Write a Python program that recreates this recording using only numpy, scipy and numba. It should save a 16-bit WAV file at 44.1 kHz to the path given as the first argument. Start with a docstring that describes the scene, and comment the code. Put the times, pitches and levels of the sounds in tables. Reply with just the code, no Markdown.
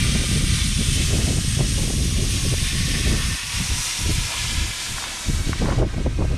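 """On a dirt road, air hisses from the valve of an off-road tyre as a hand-held camera walks past and away.
The jet is shaped noise; delayed copies stand for echoes off wheel arch, panels and ground and comb its spectrum.
Moving resonances colour it; it fades as the camera recedes, and at last the bonnet shades its short waves.
Choppy wind on the microphone is low noise under gust envelopes, with rough puffs for the strongest eddies.
A few steps scuff the dirt as bursts of grainy noise; small stones knock as damped modes."""
import sys
import numpy as np
from scipy import signal
from scipy.fft import rfft, irfft, next_fast_len
from scipy.io import wavfile
from scipy.ndimage import uniform_filter1d, map_coordinates
from numba import njit

SR = 44100
rng = np.random.default_rng(int(sys.argv[2]) if len(sys.argv) > 2 else 0)


def persist_wave(psi):
    """Save psi, clipped to +-1, as 16-bit WAV."""
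    counts = np.round(np.clip(psi, -1, 1) * 32767).astype(np.int16)
    wavfile.write(sys.argv[1], SR, np.atleast_2d(counts).T)


N = 280917
TIME = np.arange(N) / SR  # s

# strong eddies that strike the microphone port:
# [t/s, puff level/dB, length/s, speed relative to a typical eddy]
STRONG_EDDIES = [(0.09, -28, 0.011, 0.87), (.13, -31, 0.045, 0.38), (0.156, -22.5, 0.011, 0.98),
                 (0.204, -31, 0.016, 0.96), (.24, -30, 0.011, 1.2), (0.313, -27, 0.0048, 0.9),
                 (.34, -28, 0.04, 0.4), (0.364, -28, 0.016, 0.63), (1, -33, 0.069, 0.9),
                 (1.09, -32, 0.026, .75), (1.141, -26, 0.048, 0.97), (1.196, -29.5, 0.067, 1.02),
                 (1.294, -26.5, .055, 0.93), (1.333, -30, .01, 0.94), (1.379, -29.5, 0.018, 1.18),
                 (1.595, -26, 0.0058, 1.15), (1.608, -20, 0.01, 1.04), (1.635, -23, 0.03, 0.49),
                 (1.791, -31, 0.023, 1.53), (1.832, -28, 0.034, 0.92), (1.88, -31, 0.0068, 1.25),
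                 (1.904, -24, 0.01, 0.97), (1.933, -28, 0.0074, 1.13), (2.005, -32, 0.038, 0.86),
                 (2.189, -27.5, 0.037, 0.81), (2.235, -33.5, 0.053, 0.88), (2.356, -30.5, 0.023, 0.71),
                 (2.46, -26.5, 0.02, 0.77), (2.529, -28.5, 0.02, 0.97), (2.541, -23.5, 0.005, 1.4),
                 (2.955, -33.5, .035, 1.1), (3.074, -31, 0.014, 1.25), (3.101, -22, 0.054, 0.49),
                 (3.151, -32, 0.08, 0.88), (3.603, -29, 0.015, 0.33), (4.098, -25, 0.021, 0.81),
                 (4.185, -25, 0.013, 0.42), (5.293, -22, 0.018, 0.51), (5.342, -39.5, 0.024, 0.42),
                 (5.411, -29, 0.014, .5), (5.485, -24.5, 0.03, 0.57), (5.495, -21, 0.0037, 1.4),
                 (5.629, -19, 0.029, 0.81), (5.655, -21, 0.0081, 1.1), (5.687, -21.5, 0.015, 0.99),
                 (5.728, -26.5, 0.037, 0.95), (5.787, -24.5, 0.014, 1.23), (5.805, -18.5, 0.021, 1.07),
                 (5.828, -18.5, 0.015, 1.65), (5.845, -22, 0.011, 1.24), (5.865, -26.5, 0.028, 0.47),
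                 (5.944, -31.5, 0.0088, 1.2), (5.984, -25, 0.008, 0.99), (6.004, -28, 0.026, 0.87),
                 (6.066, -15.5, 0.0067, 1.43), (6.074, -24.5, 0.012, 1.06), (6.194, -22.5, 0.013, 1.12),
                 (6.213, -23, .014, 1.3), (6.226, -21, 0.0047, 1.56), (6.249, -28, 0.019, 1.05),
                 (6.327, -29, 0.035, 1)]


def undb(db):
    """Level is logarithmic: 20 dB is a factor of ten in amplitude."""
    return 10 ** (np.asarray(db) / 20)


def unit(x):
    """Normalisation by the root mean square: scale to rms 1."""
    return x / np.sqrt(np.mean(x ** 2))


def steady(x, seconds):
    """Short-time normalisation: scale to a running rms of 1."""
    power = np.abs(uniform_filter1d(x ** 2, int(seconds * SR)))
    return x / np.sqrt(power + 1e-18)


def curves(table):
    """Linear interpolation: the columns after t/s, as one value a sample."""
    s, *columns = np.transpose(table)
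    return [np.interp(TIME, s, column) for column in columns]


def ramp(start_s, length_s):
    """Linear transition: rise from 0 to 1, then hold."""
    return np.clip((TIME - start_s) / length_s, 0, 1)


def noise(colour):
    """Spectral shaping: white noise filtered to [f/Hz, level/dB] points, then scaled to rms 1."""
    size = next_fast_len(N, True)
    hz, db = np.transpose(colour)
    f = np.maximum(np.fft.rfftfreq(size, 1 / SR), 1)
    gain = undb(np.interp(np.log(f), np.log(hz), db))
    gain *= np.minimum(f / hz[0], 1)  # 6 dB per octave down below the first point
    gain /= np.maximum(f / hz[-1], 1) ** 2  # 12 dB per octave down above the last
    white = rng.standard_normal(size)
    return unit(irfft(rfft(white) * gain, size)[:N])


def waver(rate):
    """Slow random modulation: levels held 1 / rate s and slewed, rms 1."""
    k = int(SR / rate)
    held = np.repeat(rng.standard_normal(N // k + 1), k)
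    return unit(uniform_filter1d(held, k)[:N])


def below(x, hz):
    """Zero-phase low-pass: without delay, the remainder is the matching high-pass."""
    sos = signal.butter(4, hz, fs=SR, output="sos")
    return signal.sosfiltfilt(sos, x, padtype="even")


def swells(table):
    """Addition of powers: the envelope of bell-shaped bursts [t/s, level/dB, length/s]."""
    power = np.zeros(N)
    for s, db, length in table:
        power += undb(2 * db) * np.exp(-np.minimum((2 * (TIME - s) / length) ** 2, 20))
    return np.sqrt(power)


def jet():
    """Turbulent jet noise: broadband air through gliding resonances, directional in the treble and shaded."""
    # the jet as heard from each side of the wheel, before receding and shading:
    # [t/s, rush level/dB, hiss level/dB, treble level/dB]
    jet_levels = [(0, -41, -29, -33.5), (1.02, -45, -31, -33), (1.28, -44, -32.5, -33.5),
                  (2, -47, -35, -34.5), (3.05, -40, -30, -33.5), (3.5, -39.5, -31, -35),
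                  (3.9, -39.5, -31.5, -31.5), (4.4, -39.5, -30, -35.5)]
    # colour of the air ahead of echoes and resonances: [f/Hz, relative level/dB]
    jet_colour = [(300, -5.5), (600, -9), (1000, -5), (1450, -3), (1900, -1.5), (2600, -3.5), (3500, -2.5),
                  (4500, -2), (6100, 0.5), (7500, -0.5), (9700, -4.5), (10800, -8), (12400, -14.5),
                  (15000, -31.5)]
    # bands that glide as the camera passes the wheel; a negative boost is a hollow:
    # [t/s, centre f/Hz, boost level/dB]
    rush_ridge = [(0, 1210, 9.5), (2, 1200, 4.5), (2.6, 1110, 3), (3.2, 1090, 11), (4.2, 970, 5),
                  (5, 1000, -1)]
    upper_rush_ridge = [(1.7, 1650, 2), (2.3, 1710, -2), (2.75, 1910, 5.5), (3.25, 1800, 6.5),
                        (3.8, 1950, -0.5), (5.2, 1900, -3)]
    low_ridge = [(0, 2270, 5), (1, 2280, 4), (1.3, 2850, 2.2), (2.3, 2650, 4.1), (3.3, 2620, 4.7),
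                 (3.9, 2600, 3.3), (4.4, 2400, 3.1), (5.4, 2160, 1.3), (6.37, 2530, 7.8)]
    mid_ridge = [(0, 3350, 5.7), (.4, 3500, 4.5), (.95, 3230, 9.3), (1.25, 3180, 2.6), (1.6, 3380, 3.4),
                 (2.9, 3480, 3.8), (3.4, 3720, 1), (4.4, 3180, 2), (5.6, 3830, .7), (6.37, 3900, 1.3)]
    high_ridge = [(0, 6200, 1), (1, 5500, 1), (2.2, 5630, 2.5), (3.2, 5000, 3.5), (3.7, 5700, 5.5),
                  (5.2, 5200, -1.5), (6.37, 5800, 3)]
    hollow = [(0, 7000, -8), (1.1, 7400, -1.5), (2, 7530, -8.5), (3, 7270, -10.5), (3.7, 7650, -5),
              (4.4, 7640, -1), (6.37, 7600, -1)]
    valve_ring = [(0, 8300, 3), (1.1, 8500, 3.5), (1.5, 8600, 11), (2, 8440, 5.9), (3.4, 8470, 4.6),
                  (5.2, 8450, 2.4), (6.37, 8540, 6.4)]
    top_ridge = [(0, 9100, 9.5), (.85, 9180, 9.3), (1.2, 9600, 1), (1.7, 10300, 5.1), (2.3, 9800, 5),
                 (3.2, 9500, 3.7), (4.2, 9800, 1)]
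    # brief dips of the level: [t/s, change of level/dB, length/s]
    dips = [(5.55, -3, 0.047), (5.68, -0.5, .05), (5.845, -5, 0.072), (6.075, -2, .05)]
    flicker_db, sway_db = 0.79, 0.66  # rms, of each band and of the whole

    rush_db, hiss_db, treble_db = curves(jet_levels)
    air = reflect(noise(jet_colour))
    air = resonate(air, rush_ridge, width_hz=230)
    air = resonate(air, upper_rush_ridge, width_hz=320)
    air = resonate(air, low_ridge, width_hz=440)
    air = resonate(air, mid_ridge, width_hz=750)
    air = resonate(air, high_ridge, width_hz=520)
    air = resonate(air, hollow, width_hz=1100)
    air = resonate(air, valve_ring, width_hz=450)
    air = resonate(air, top_ridge, width_hz=530)

    # rush, hiss, sizzle and top swell apart with the angle to the valve
    low, mid, high = below(air, 1900), below(air, 4500), below(air, 7700)
    away = ramp(4.36, 0.85)  # the camera draws away along the car
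    sizzle_db = treble_db - 3 * away
    top_db = sizzle_db - 1 - 0.2 * TIME  # the top dulls as the camera leaves the beam of the jet
    bands = [  # signal, typical f/Hz, level/dB
        (low, 1400, rush_db - 0.5 * away),
        (mid - low, 3000, hiss_db - 6.5 * away),
        (high - mid, 5500, sizzle_db),
        (air - high, 9500, top_db),
    ]
    heard = np.zeros(N)
    for band, hz, db in bands:
        level_db = db + bonnet_shade_db(hz) + flicker_db * waver(30)
        heard += steady(band, 0.55) * undb(level_db)

    dip_db = sum(db * np.exp(-(2 * (TIME - s) / length) ** 2) for s, db, length in dips)
    return heard * undb(dip_db + sway_db * waver(10))


def reflect(x):
    """Comb filtering: short echoes off panels and stones; their paths change, so ripples slide in the spectrum."""
    # large reflecting panels: [extra path at the start/ms, at the end/ms, strength 0-1]
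    panels = [(1.33, 2.9, 0.04), (2.08, 0.87, 0.09), (2.6, 4.4, 0.03)]
    # the walk: [t/s, share of the way 0-1]
    walk = [(0, 0), (.8, .07), (2, .24), (6.37, .98)]
    count, scatter, travel_ms = 18, 0.25, 1.4  # scattered stones, strength, typical change of path

    way = curves(walk)[0] + 0.008 * waver(3)  # the hand sways as it goes
    paths_ms = rng.uniform(1.8, 9, count)
    shifts_ms = travel_ms * rng.uniform(0.4, 1.4, count) * rng.choice([-1, 1], count)
    echoes = list(panels)
    for k, (path, shift) in enumerate(zip(paths_ms, shifts_ms)):
        strength = (-1) ** k * scatter / np.sqrt(2 * path)  # longer paths return less
        echoes.append((path - shift / 2, path + shift / 2, strength))

    sample = np.arange(N)
    out = x.copy()
    for start_ms, end_ms, strength in echoes:
        lag = (start_ms + (end_ms - start_ms) * way) * SR / 1000  # samples
        out += strength * np.interp(sample - lag, sample, x)
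    return unit(out)


def resonate(x, track, width_hz):
    """Resonance: lift or hollow one gliding band; its centre wanders as the hand moves."""
    hz, boost_db = curves(track)
    centre_hz = hz + 0.011 * np.sqrt(hz * 3000) * waver(4)
    return x + (undb(boost_db) - 1) * bandpass(x, centre_hz, float(width_hz))


@njit
def bandpass(x, hz, width):
    """Second-order resonator: a state-variable band-pass with a moving centre, gain 1 at the centre."""
    y, band, low = np.empty(len(x)), 0., 0.
    for i in range(len(x)):
        g = np.tan(np.pi * hz[i] / SR)
        damping = width / hz[i]
        v = (band + g * (x[i] - low)) / (1 + g * (g + damping))
        band = 2 * v - band
        low = low + 2 * g * v
        y[i] = damping * v
    return y


def bonnet_shade_db(hz):
    """Diffraction: long waves bend round the bonnet; short ones are cut off sooner and more deeply."""
    octaves = np.log2(hz / 570)  # above the frequency where shading starts
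    return -3 * octaves * ramp(5.77 - 0.082 * octaves, 0.39)


def steps():
    """Granular friction: grit crunches under the soles in quick uneven grains."""
    # shoes on the dirt: [t/s, level/dB, length/s]
    footfalls = [(3.13, -46, .08), (4.335, -37, 0.064), (5.05, -41, .08), (5.70, -32, 0.1)]
    # colour of the grit: [f/Hz, relative level/dB]
    dirt_colour = [(150, -4), (400, -4), (1000, 3), (1800, -11), (3000, -25), (8000, -32)]
    grains = noise(dirt_colour) * undb(-0.5 * waver(300))
    return steady(grains, 0.022) * swells(footfalls)


def knocks():
    """Modal impact: each stone rings a few heavily damped modes at its own pitch and strikes again."""
    # first blows of stone on stone: [t/s, gain of the modes/dB]
    blows = [(4.9815, -18.5), (5.023, -25), (5.039, -19.5), (5.102, -26), (5.169, -27), (5.5305, -13.5),
             (5.658, -22), (5.703, -20), (5.722, -20)]
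    # what a small stone rings with, at middle size: [f/Hz, level/dB, t60/s]
    stone_modes = [(760, -10, .012), (1100, -3, .014), (1480, -3, .011), (1950, -5, .009)]
    rebound_s, rebound_db, spread = 0.0028, -5, 0.075  # spread: rms of the natural log of pitch

    out = np.zeros(N)
    age = TIME[:SR // 20]
    for (s, level_db), size in zip(blows, rng.standard_normal(len(blows))):
        pitch = np.exp(spread * size)
        ring = np.zeros(len(age))
        for k, (hz, db, t60) in enumerate(stone_modes):
            decay = np.exp(-np.log(1000) * age / t60)
            ring += (-1) ** k * undb(db) * decay * np.sin(2 * np.pi * hz * pitch * age)
        for start, db in ((s, level_db), (s + rebound_s, level_db + rebound_db)):
            i = int(start * SR)
            out[i:i + len(age)] += undb(db) * ring
    return out


def wind():
    """Turbulent pressure on the port: slow eddies rumble, smaller ones flutter, the strongest reach the midrange."""
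    # colours of the large and the small eddies: [f/Hz, relative level/dB]
    rumble_colour = [(12, -13), (28, 1.5), (70, 2), (120, -2.5), (170, -8), (240, -18.5), (450, -57)]
    flutter_colour = [(100, -22.5), (200, 2.5), (300, -2.5), (450, -12), (750, -24.5), (1200, -54),
                      (3000, -55)]
    # the eddies slow and deepen beside the bonnet: [t/s, speed relative to a typical eddy]
    swirl_speed = [(0, 1.138), (3.2, 1.082), (4.2, .88), (6.37, 0.87)]

    gust_rumble, gust_flutter = gusts()
    wake = eddy_wake()
    rumble_gain = np.hypot(gust_rumble, undb(-24) * wake)
    patchy_flutter = gust_flutter * undb(3.5 * waver(24))
    flutter_gain = np.hypot(patchy_flutter, undb(-33) * wake)

    # reading the noise at the speed of the eddies scales its frequencies
    pace, = curves(swirl_speed)
    carried = map_coordinates(noise(rumble_colour), [np.cumsum(pace)], order=1, mode="mirror")
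    swirl = steady(carried * undb(1.0 * waver(65)), 0.0453)
    # small eddies ride on the crests of the large ones
    crests = np.abs(swirl) - np.mean(np.abs(swirl))
    chop = unit(crests + 0.75 * waver(65))
    flutter = unit(steady(noise(flutter_colour) * undb(4.0 * chop), 0.06))
    return unit(swirl) * rumble_gain + flutter * flutter_gain + buffets()


def gusts():
    """Amplitude modulation: each gust swells, holds and dies back to the lull, surging at random."""
    # gusts at the microphone, before surging: [t at full strength/s, rise/s, hold/s, fall/s,
    # rumble level/dB, flutter level relative to the rumble/dB]
    gust_table = [(0.001, 0.043, 0.36, 0.12, -22, -11), (0.458, 0.17, 0.77, 0.22, -21, -17),
                  (1.374, 0.15, 0.15, .1, -22.5, -16), (1.615, 0.12, 0.21, 0.12, -21.5, -16),
                  (1.963, .08, 0.33, 0.18, -22.5, -17.5), (2.478, 0.17, 0.16, 0.088, -21, -17.5),
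                  (2.77, 0.16, 0.48, 0.081, -24, -13.5), (3.271, 0.063, 0.073, 0.029, -25, -19),
                  (3.424, 0.034, .48, .04, -42, -30), (3.56, 0.04, 0.075, 0.054, -26.5, -30),
                  (3.715, .035, 0.032, 0.04, -22, -19), (3.79, 0.022, .015, 0.021, -27.5, -20),
                  (4.028, 0.057, 0.16, 0.15, -22.5, -19), (4.392, 0.066, .1, .08, -29.5, -19),
                  (4.562, 0.068, 0.056, 0.14, -23.5, -19), (4.942, 0.096, 0.027, .04, -28.5, -15),
                  (5.29, 0.025, .12, 0.046, -22, -23), (5.473, .04, 0.23, .06, -23.5, -18),
                  (5.784, 0.059, 0.026, 0.062, -18, -20), (5.91, 0.045, 0.41, .1, -23, -21)]
    lull = undb(1 * waver(14))
    rumble, flutter = undb(-43) * lull, undb(-59.5) * lull
    for s, rise, hold, fall, db, flutter_db in gust_table:
        strength = ramp(s - rise, rise) * (1 - ramp(s + hold, fall))
        held = undb(db) * np.sin(np.pi / 2 * strength) ** 2
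        rumble = np.hypot(rumble, held)
        flutter = np.hypot(flutter, held * undb(flutter_db))
    surge = undb(1.7 * waver(22))
    return rumble * surge, flutter * surge


def eddy_wake():
    """Level compression: a wake outlasts its eddy; strong eddies leave only moderately stronger wakes."""
    wake_s, wake_law, typical_db = 0.023, 0.41, -30  # extra length, dB per dB of the eddy, reference
    bursts = []
    for s, db, length, _ in STRONG_EDDIES:
        longer = length + wake_s
        thinned_db = 10 * np.log10(length / longer)  # spread over the longer time
        bursts.append((s, wake_law * (db - typical_db) + thinned_db, longer))
    return swells(bursts)


def buffets():
    """Frozen turbulence: each strong eddy is a rough puff, higher in pitch the faster it crosses the port."""
    # colour of a puff at typical speed: [f/Hz, relative level/dB]
    puff_colour = [(80, 3), (220, 9.5), (450, 4), (750, -6), (1100, -18), (1500, -25), (4000, -70)]
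    air = steady(noise(puff_colour) * undb(3.5 * waver(250)), 0.012)
    out = np.zeros(N)
    for s, db, length, speed in STRONG_EDDIES:
        near = np.flatnonzero(np.abs(TIME - s) < 2 * length)
        crossing = s * SR + (near - s * SR) * speed
        puff = map_coordinates(air, [crossing], order=1, mode="mirror")
        bell = np.exp(-2 * ((TIME[near] - s) / length) ** 2)
        out[near] += undb(db) * bell * puff
    return out


def scene():
    """Superposition: the sources add, and everything reaches both channels alike."""
    mono = jet() + wind() + steps() + knocks()
    return np.array([mono, mono])


def record(dry):
    """Saturation and band limiting: the camera rounds the strongest peaks and cuts the top."""
    soft = np.tanh(1.5 * dry) / 1.5
    top_cut = signal.ellip(10, 0.2, 80, 15050, fs=SR, output="sos")  # ripple dB, stop dB, edge Hz
    return signal.sosfilt(top_cut, soft)


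dry = scene()
out = record(dry)
persist_wave(out)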